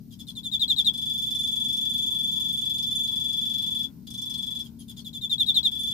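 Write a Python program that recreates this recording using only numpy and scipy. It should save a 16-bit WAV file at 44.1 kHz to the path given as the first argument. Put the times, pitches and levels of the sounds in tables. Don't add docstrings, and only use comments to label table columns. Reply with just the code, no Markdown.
import sys
import numpy as np
from scipy import signal
from scipy.fft import rfft, irfft
from scipy.io import wavfile

SR = 44100
rng = np.random.default_rng(int(sys.argv[2]) if len(sys.argv) > 2 else 0)


def to_wav(s):
    ch = np.atleast_2d(s).T
    pcm = np.round(np.clip(ch, -1, 1) * 32767)
    wavfile.write(sys.argv[1], SR, pcm.astype(np.int16))


N = 261513
HZ = np.fft.rfftfreq(N, 1 / SR)

# pitch_hz, level_db
MACHINE_HUM = [(75.4, -64.5), (118.4, -59), (156.1, -57), (193.8, -56), (231.5, -51), (269.2, -61),
               (409.1, -72.5)]
# frequency_hz, density_db
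ROOM_RUMBLE = [(20, -26), (38, -18.5), (58, -5), (100, -3.5), (160, -1), (235, -1), (290, -5.5), (350, -19),
               (480, -30.5), (800, -39), (1500, -54.5), (4000, -65)]
ROOM_HISS = [(300, -8), (2500, -4.5), (4500, 3.5), (6200, 0.5), (7600, -5), (8800, -1), (10300, -2.5),
             (12500, -2), (13300, -4.5), (13800, 15), (14200, 11.5), (14700, -1), (15700, -17)]

# start_s, level_db, length_s, pitch_hz, opening_kick_hz, closing_fall_hz
CHIRP_SCORE = [(.107, -55.5, .042, 3350, 399, 220), (.189, -44.5, .036, 3470, 150, 131),
               (0.268, -39.5, 0.0432, 3600, 567, 341.2), (.352, -36, .048, 3634, 603.5, 318),
               (.431, -32.5, .057, 3644, 417, 261), (0.514, -24, .054, 3770, 148.4, 463),
               (.594, -21, .055, 3923, 59.5, 740.6), (0.678, -19.5, .055, 3915, 296, 718.6),
               (.762, -20, .055, 3880, 150, 659.6), (.845, -18.5, .055, 3900, 100, 697),
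               (4.639, -50.5, 0.036, 3380, 297, 254.3), (4.788, -55, .042, 3360, 98.6, 258),
               (4.88, -43.5, .042, 3510, 150.5, 206), (4.964, -43.5, .038, 3495, 254, 227.6),
               (5.045, -38, .048, 3473, 604, 130.4), (5.129, -36, .056, 3522, 605, 121.7),
               (5.211, -29, .057, 3637, 300, 264.6), (5.295, -22.5, .054, 3760, 90, 494.6),
               (5.38, -20.5, .055, 3846, 30, 613), (5.462, -20, .055, 3880, 60, 521),
               (5.542, -18.5, .055, 3885, 294, 665), (5.629, -19, .055, 3950, 60, 760)]
# age_s, tone_db, overtones_db, rasp_db, scuff_db
CHIRP_ENVELOPE = [(0, -35.5, -22, -25, -15.5), (.002, -5, -6, -9.5, -4), (.01, -7, 1.5, 1.5, -13),
                  (.02, -2.5, 2, -5.5, -26), (.024, 2, 2, 4.5, 7.5), (.034, 5.5, 2.5, -3, -19.5),
                  (0.044, 2, 4, 1, -20.5), (.049, 4, -0.5, 3, -16.5), (.058, -30, -22, -23, -20.5)]
TRILL_ENVELOPE = [(0, -28, -20, -12, -9.5), (.003, -13.5, -5.5, -4.5, -0.5), (.0085, -1, 1, 4, -8),
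                  (.014, 0, 2, -0.5, -25), (.021, 2.5, 2, -9, -18), (0.03, 0.5, 3.5, -2.5, -30),
                  (.033, -11.5, -12, -5.5, -24), (.043, -38.5, -35, -7.5, -21.5)]
# tone_db, rasp_db, overtones_db, judder_rad
CHIRP_TEXTURE = [(-59, -59.5, -63, 0.16), (-43.5, -52.5, -57.5, .15), (-30, -55.5, -48.5, .08),
                 (-22.5, -47.5, -45.5, .13), (-14.5, -44.5, -47.5, .2)]
TRILL_TEXTURE = [(-40.5, -50.5, -59, .12), (-29, -47.5, -52.5, 0.058), (-22.5, -45.5, -42, .025)]
# frequency_hz, gain_db
OVERTONE_COLOUR_LEFT = [(6000, 8.5), (6700, 0), (7000, 4.5), (7400, 0), (8000, -3), (9900, -14.5),
                        (10400, -17), (11300, -11), (12200, -13), (13500, -2), (13900, -12.5), (14800, -12),
                        (15700, -18.5)]
OVERTONE_COLOUR_RIGHT = [(6000, -8.5), (6900, -26.5), (7400, -17.5), (8000, -23), (9900, -7), (10400, -1.5),
                         (10800, -1.5), (11400, -8), (12200, -12.5), (13600, -3), (13950, -11),
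                         (14800, -14), (15700, -16)]
# frequency_hz, density_db
RASP_COLOUR_LEFT = [(1800, -13.5), (2700, -10.5), (3350, 12), (4200, 1.5), (5100, -3), (6200, -2.5),
                    (7300, 0.5), (8200, -23), (9200, -15.5), (10000, -7.5), (11800, -17), (13700, -3.5),
                    (14500, -20.5), (15700, -27)]
RASP_COLOUR_RIGHT = [(1800, -30), (2700, -9.5), (3350, 8.5), (4200, -2), (5100, -4.5), (6200, -11.5),
                     (6900, 4.5), (7800, -27), (9200, -31), (10500, -6), (11800, -11.5), (13700, 2.5),
                     (14500, -22), (15700, -36)]
# pitch_hz, width_hz, gain_db
WING_MODES = [(4954, 137, 8), (5480, 130, 0)]
# frequency_hz, density_db
SCUFF_COLOUR = [(6000, -28), (7600, -9), (8400, -1.5), (9200, 5.5), (9800, -8), (11000, -14), (13300, -0.5),
                (14500, -37.5)]
# start_s, level_db, relative_scuff_db, ring_hz
SNAG_SCORE = [(0.1363, -59.0, -19, 5520), (0.2109, -43.0, -22, 5180), (0.3, -40.5, -16, 4160),
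              (0.7831, -47, -18, 4160), (0.8652, -40, -25, 4160), (0.976, -41, -18, 4160),
              (1.059, -51, -32, 5000), (1.184, -41, -26, 5420), (1.3107, -41, -21, 4960),
              (1.3561, -36.5, -25, 4160), (1.692, -50, -10, 4980), (1.7299, -43, -10, 5560),
              (1.77, -38, -16, 5510), (2.527, -52, -7, 4950), (2.7004, -48.0, -8, 4160),
              (2.785, -48.5, -16, 5240), (2.825, -40.0, -14, 5510), (3.2105, -46.0, -17, 5000),
              (4.1045, -39.5, -17, 5280), (4.141, -38.0, -26, 4170), (4.1824, -47, -11, 5770),
              (4.2188, -38.0, -17, 5510), (4.3014, -37.5, -17, 5290), (4.339, -41, -29, 4160),
              (4.3783, -47, -8, 4320), (4.425, -41, -26, 4960), (4.605, -42.5, -11, 5280),
              (5.0056, -43.5, -18, 4300)]
# frequency_hz, density_db
SNAG_COLOUR = [(2000, -38.5), (3200, -9.5), (4100, -4), (5500, 4), (6400, 0), (9000, -33)]

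# pitch_hz, width_hz, level_db
BOX_RESONANCES = [(832, 3.8, -1.5), (923, 43, -5.5), (1035.6, 5.8, 3.5)]
# frequency_hz, density_db
BOX_COLOUR = [(250, -9), (500, -12), (950, -18), (1200, -23), (1450, -15), (1800, -26), (2400, -22),
              (3200, -29)]
# delay_s, gain_db
PATHS_LEFT = [(.000062, 0), (.004033, -15.5), (.006482, -13.5), (.009095, -11), (.011733, -11.5),
              (.018343, -16.5), (.024159, -16.5), (.031631, -19)]
PATHS_RIGHT = [(0, -5), (.001192, -8), (.003634, -8.5), (.00521, -10), (.006864, -11), (.014405, -21.5),
               (.016002, -22), (.024596, -23)]

# time_s, strokes_so_far
TRILL_PACE = [
    [(.934, 0), (1.012, 2), (1.133, 5), (2.184, 30), (2.82, 45), (3.028, 50), (3.828, 69)],
    [(4.068, 0), (4.136, 2), (4.174, 3), (4.294, 6), (4.42, 9), (4.588, 13)],
    [(5.711, 0), (5.748, 1), (5.787, 2), (5.908, 5)],
]
# time_s, tone_db, grip_db
TRILL_PRESSURE = [(0.932, -30.5, 0), (1.049, -26.5, -0.5), (1.4, -24.5, 1), (1.55, -25, -1.5),
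                  (2.001, -24.5, -1.5), (2.401, -25, -1), (2.82, -25.5, -1.5), (2.871, -25, 2),
                  (2.989, -24, 1.5), (3.079, -25.5, -2.5), (3.45, -25.5, -2), (3.679, -26, -1.5),
                  (3.789, -26, -3.5), (3.83, -28, -4.5), (4.07, -43, 0.5), (4.17, -31, 2),
                  (4.32, -29.5, -2.5), (4.59, -29.5, -1.5), (5.749, -29.5, -1.5), (5.799, -26, 2),
                  (5.91, -26.5, -1)]
# tone_db, length_s, pitch_hz
TRILL_SIZE = [(-41.5, 0.0277, 3425), (-32, .033, 3445), (-26.5, .041, 3455), (-24, .043, 3460)]
# age_s, pitch_offset_hz
TRILL_BEND = [(0, 60.5), (.003, 20), (.006, -45), (.01, 12), (.02, 16), (.026, 3), (.03, -35), (.034, -130),
              (.043, -240)]


def amp(db):
    return 10 ** (np.asarray(db) / 20)


def unit(x):
    return x / np.sqrt(np.mean(x ** 2) + 1e-20)


def colour(points):
    hz, db = np.transpose(points)
    return amp(np.interp(np.log(HZ + 1), np.log(hz), db))


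def resonances(modes):
    return sum(amp(db) / (1 + 2j * (HZ - hz) / width) for hz, width, db in modes)


def filtered(x, gain):
    return irfft(rfft(x) * gain, N)


def noise(gain, likeness):
    left, other = rng.standard_normal((2, N))
    right = likeness * left + np.sqrt(1 - likeness ** 2) * other
    return unit(filtered([left, right], gain))


def wander(rate_hz):
    return unit(filtered(rng.standard_normal(N), 1 / (1 + (HZ / rate_hz) ** 4)))


def pan(left_db):
    return amp([[left_db / 2], [-left_db / 2]])


def room_tone(waver_db=1.1, waver_turns=0.093):
    t = np.arange(N) / SR
    hum = 0
    for hz, db in MACHINE_HUM:
        level = amp(db + waver_db * wander(1.7))
        turns = hz * t + rng.random() + waver_turns * wander(1.2)
        hum += level * np.sin(2 * np.pi * turns)
    low = np.sqrt(2) * amp(-1) * hum + amp(-48.5) * noise(colour(ROOM_RUMBLE), likeness=0.71)
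    return pan(6.85) * low + amp(-66) * noise(colour(ROOM_HISS), likeness=0.12)


def chirp_strokes(kick_s=0.0055, fall_power=1.5):
    for start, db, length, pitch, kick, fall in CHIRP_SCORE:
        t = np.arange(0, length, 1 / SR)
        yield start, db, 0, pitch + kick * np.exp(-t / kick_s) - fall * (t / length) ** fall_power


def wing_motion(rasp_cut_per_grip=0.39):
    tooth_hz = np.full(N, 3400.)
    tone, bite, judder, rasp, scuff = np.zeros((5, N))
    for strokes, texture, envelope in ((chirp_strokes(), CHIRP_TEXTURE, CHIRP_ENVELOPE),
                                       (trill_strokes(), TRILL_TEXTURE, TRILL_ENVELOPE)):
        force, *effects = np.transpose(texture)
        age, *levels = np.transpose(envelope)
        for start, tone_db, grip_db, pitch in strokes:
            rasp_db, overtones_db, judder_rad = (np.interp(tone_db, force, e) for e in effects)
            first = round(start * SR)
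            span = np.arange(first, min(first + len(pitch), N))
            t = np.linspace(0, age[-1], len(pitch))[:len(span)]
            swell_db, bite_db, scrape_db, scuff_db = (np.interp(t, age, db) for db in levels)
            fade = signal.windows.tukey(len(t), .04)
            friction = fade * amp(rasp_db - rasp_cut_per_grip * grip_db)
            tooth_hz[span], judder[span] = pitch[:len(span)], judder_rad
            tone[span] += fade * amp(tone_db + swell_db)
            bite[span] += fade * amp(overtones_db + grip_db + bite_db)
            rasp[span] += friction * amp(scrape_db)
            scuff[span] += friction * amp(scuff_db)
    return tooth_hz, tone, bite, judder, rasp, scuff


def wing_tone(tooth_hz, tone, bite, judder, rasp, drift_hz=6, slip_hz=130, shimmer_db=0.98):
    slipping = rasp / (rasp + tone + 1e-9)
    hz = tooth_hz + drift_hz * wander(68) + slip_hz * slipping * wander(730)
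    phase = 2 * np.pi * np.cumsum(hz) / SR
    note = np.sqrt(2) * tone * amp(shimmer_db * wander(161)) * np.sin(phase)
    overtones = 0
    for harmonic in (2, 3, 4):
        flicker_db = 18 * judder * wander(200) + 2.9 * wander(25)
        overtones += amp(flicker_db) * np.sin(harmonic * (phase + judder * wander(350)))
    at_mics = [colour(OVERTONE_COLOUR_LEFT), colour(OVERTONE_COLOUR_RIGHT)]
    return note, filtered(np.sqrt(2) * bite * overtones, at_mics)


def wing_rasp(rasp, grain_db=6, evenness=0.51):
    grains = unit(amp(grain_db * np.tanh(evenness * wander(500)) / evenness))
    scrape = rasp * grains * noise(1, likeness=0.37)
    ring = 1 + resonances(WING_MODES)
    at_mics = np.array([colour(RASP_COLOUR_LEFT), colour(RASP_COLOUR_RIGHT)]) * ring
    return filtered(scrape, unit(at_mics))


def wing_scratches(scuff, rise_s=0.0016, t60_s=0.034, scuff_lead_s=0.003, ring_width_hz=130):
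    t = np.arange(N) / SR
    snags, snag_scuffs = np.zeros((2, N))

    def burst(start):
        return np.clip((t - start) / rise_s, 0, 1) * amp(-60 * abs(t - start) / t60_s)

    for start, db, scuff_db, _ in SNAG_SCORE:
        snags += amp(db) * burst(start)
        snag_scuffs += amp(db + scuff_db) * burst(start - scuff_lead_s)
    landing = amp(-7) * scuff + amp(3) * snag_scuffs
    starts, _, _, ring_hz = np.transpose(SNAG_SCORE)
    latest_snag = np.searchsorted(starts, t) - 1
    phase = 2 * np.pi * np.cumsum(ring_hz[latest_snag]) / SR
    ring = wander(ring_width_hz) * np.cos(phase) + wander(ring_width_hz) * np.sin(phase)
    teeth = unit(amp(4 * np.tanh(wander(530)))) * noise(1, likeness=0.48)
    ticks = amp(-7) * filtered(snags * teeth, unit(colour(SNAG_COLOUR))) + amp(-4) * snags * ring
    scuffs = filtered(landing * teeth, unit(colour(SCUFF_COLOUR)))
    return pan(2.7) * ticks + pan(14.8) * scuffs


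def box_ring(rasp, linger_s=0.057):
    pole = np.exp(-1 / (linger_s * SR))
    shake = np.sqrt(signal.lfilter([1 - pole], [1, -pole], rasp ** 2))
    modes = amp(-20) * pan(9) * noise(abs(resonances(BOX_RESONANCES)), likeness=0.28)
    wash = amp(-12) * noise(colour(BOX_COLOUR), likeness=0.098)
    return shake * (modes + wash)


def box_walls(note):
    paths = [sum(amp(db) * np.exp(-2j * np.pi * HZ * delay) for delay, db in mic)
             for mic in (PATHS_LEFT, PATHS_RIGHT)]
    response = irfft(paths, N)[:, :SR // 20]
    return signal.oaconvolve(note[None], response, axes=1)[:, :N]


def diffuse_tail(x, t60_s):
    t = np.arange(SR // 3) / SR
    taps = rng.standard_normal((2, len(t))) * amp(-60 * t / t60_s) * (t > .002)
    taps /= np.linalg.norm(taps, axis=1, keepdims=True)
    return signal.oaconvolve(x, taps, axes=1)[:, :N]


def trill_strokes(jitter_s=0.00059, grip_jitter_db=0.77, lift_hz_per_db=6.5):
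    when, force, grip = np.transpose(TRILL_PRESSURE)
    level, *sizes = np.transpose(TRILL_SIZE)
    age, glide = np.transpose(TRILL_BEND)
    for pace in TRILL_PACE:
        marks, count = np.transpose(pace)
        starts = np.interp(np.arange(count[-1] + 1), count, marks)
        for start, (late, firmer) in zip(starts, rng.standard_normal((len(starts), 2))):
            tone_db = np.interp(start, when, force)
            grip_db = np.interp(start, when, grip) + grip_jitter_db * firmer
            length, pitch = (np.interp(tone_db, level, size) for size in sizes)
            bend = np.interp(np.linspace(0, age[-1], round(length * SR)), age, glide)
            yield start + jitter_s * late, tone_db, grip_db, pitch + lift_hz_per_db * grip_db + bend


def click(start_s=4.793, pitch_hz=10300, width_hz=520, level_db=-51.5, t60_s=0.15):
    age = np.arange(N) / SR - start_s
    band = 1 / (1 + (2 * (HZ - pitch_hz) / width_hz) ** 2)
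    return (age > 0) * amp(level_db - 60 * abs(age) / t60_s) * noise(band, likeness=0.35)


def scene():
    tooth_hz, tone, bite, judder, rasp, scuff = wing_motion()
    note, overtones = wing_tone(tooth_hz, tone, bite, judder, rasp)
    song = amp(-2.5) * box_walls(note)
    shine = amp(-4.5) * overtones
    scrape = amp(-2) * wing_rasp(rasp) + wing_scratches(scuff) + click()
    reverb = amp(-10) * diffuse_tail(song, t60_s=0.073)
    reverb += diffuse_tail(amp(1.5) * scrape + amp(-6.5) * shine, t60_s=0.1)
    return song + shine + scrape + reverb + box_ring(rasp) + room_tone()


def record(dry):
    edge_hz = 15750
    lowpass = signal.firwin(511, edge_hz, window=("kaiser", 9), fs=SR)
    return signal.oaconvolve(dry, lowpass[None], "same")


dry = scene()
out = record(dry)
to_wav(out)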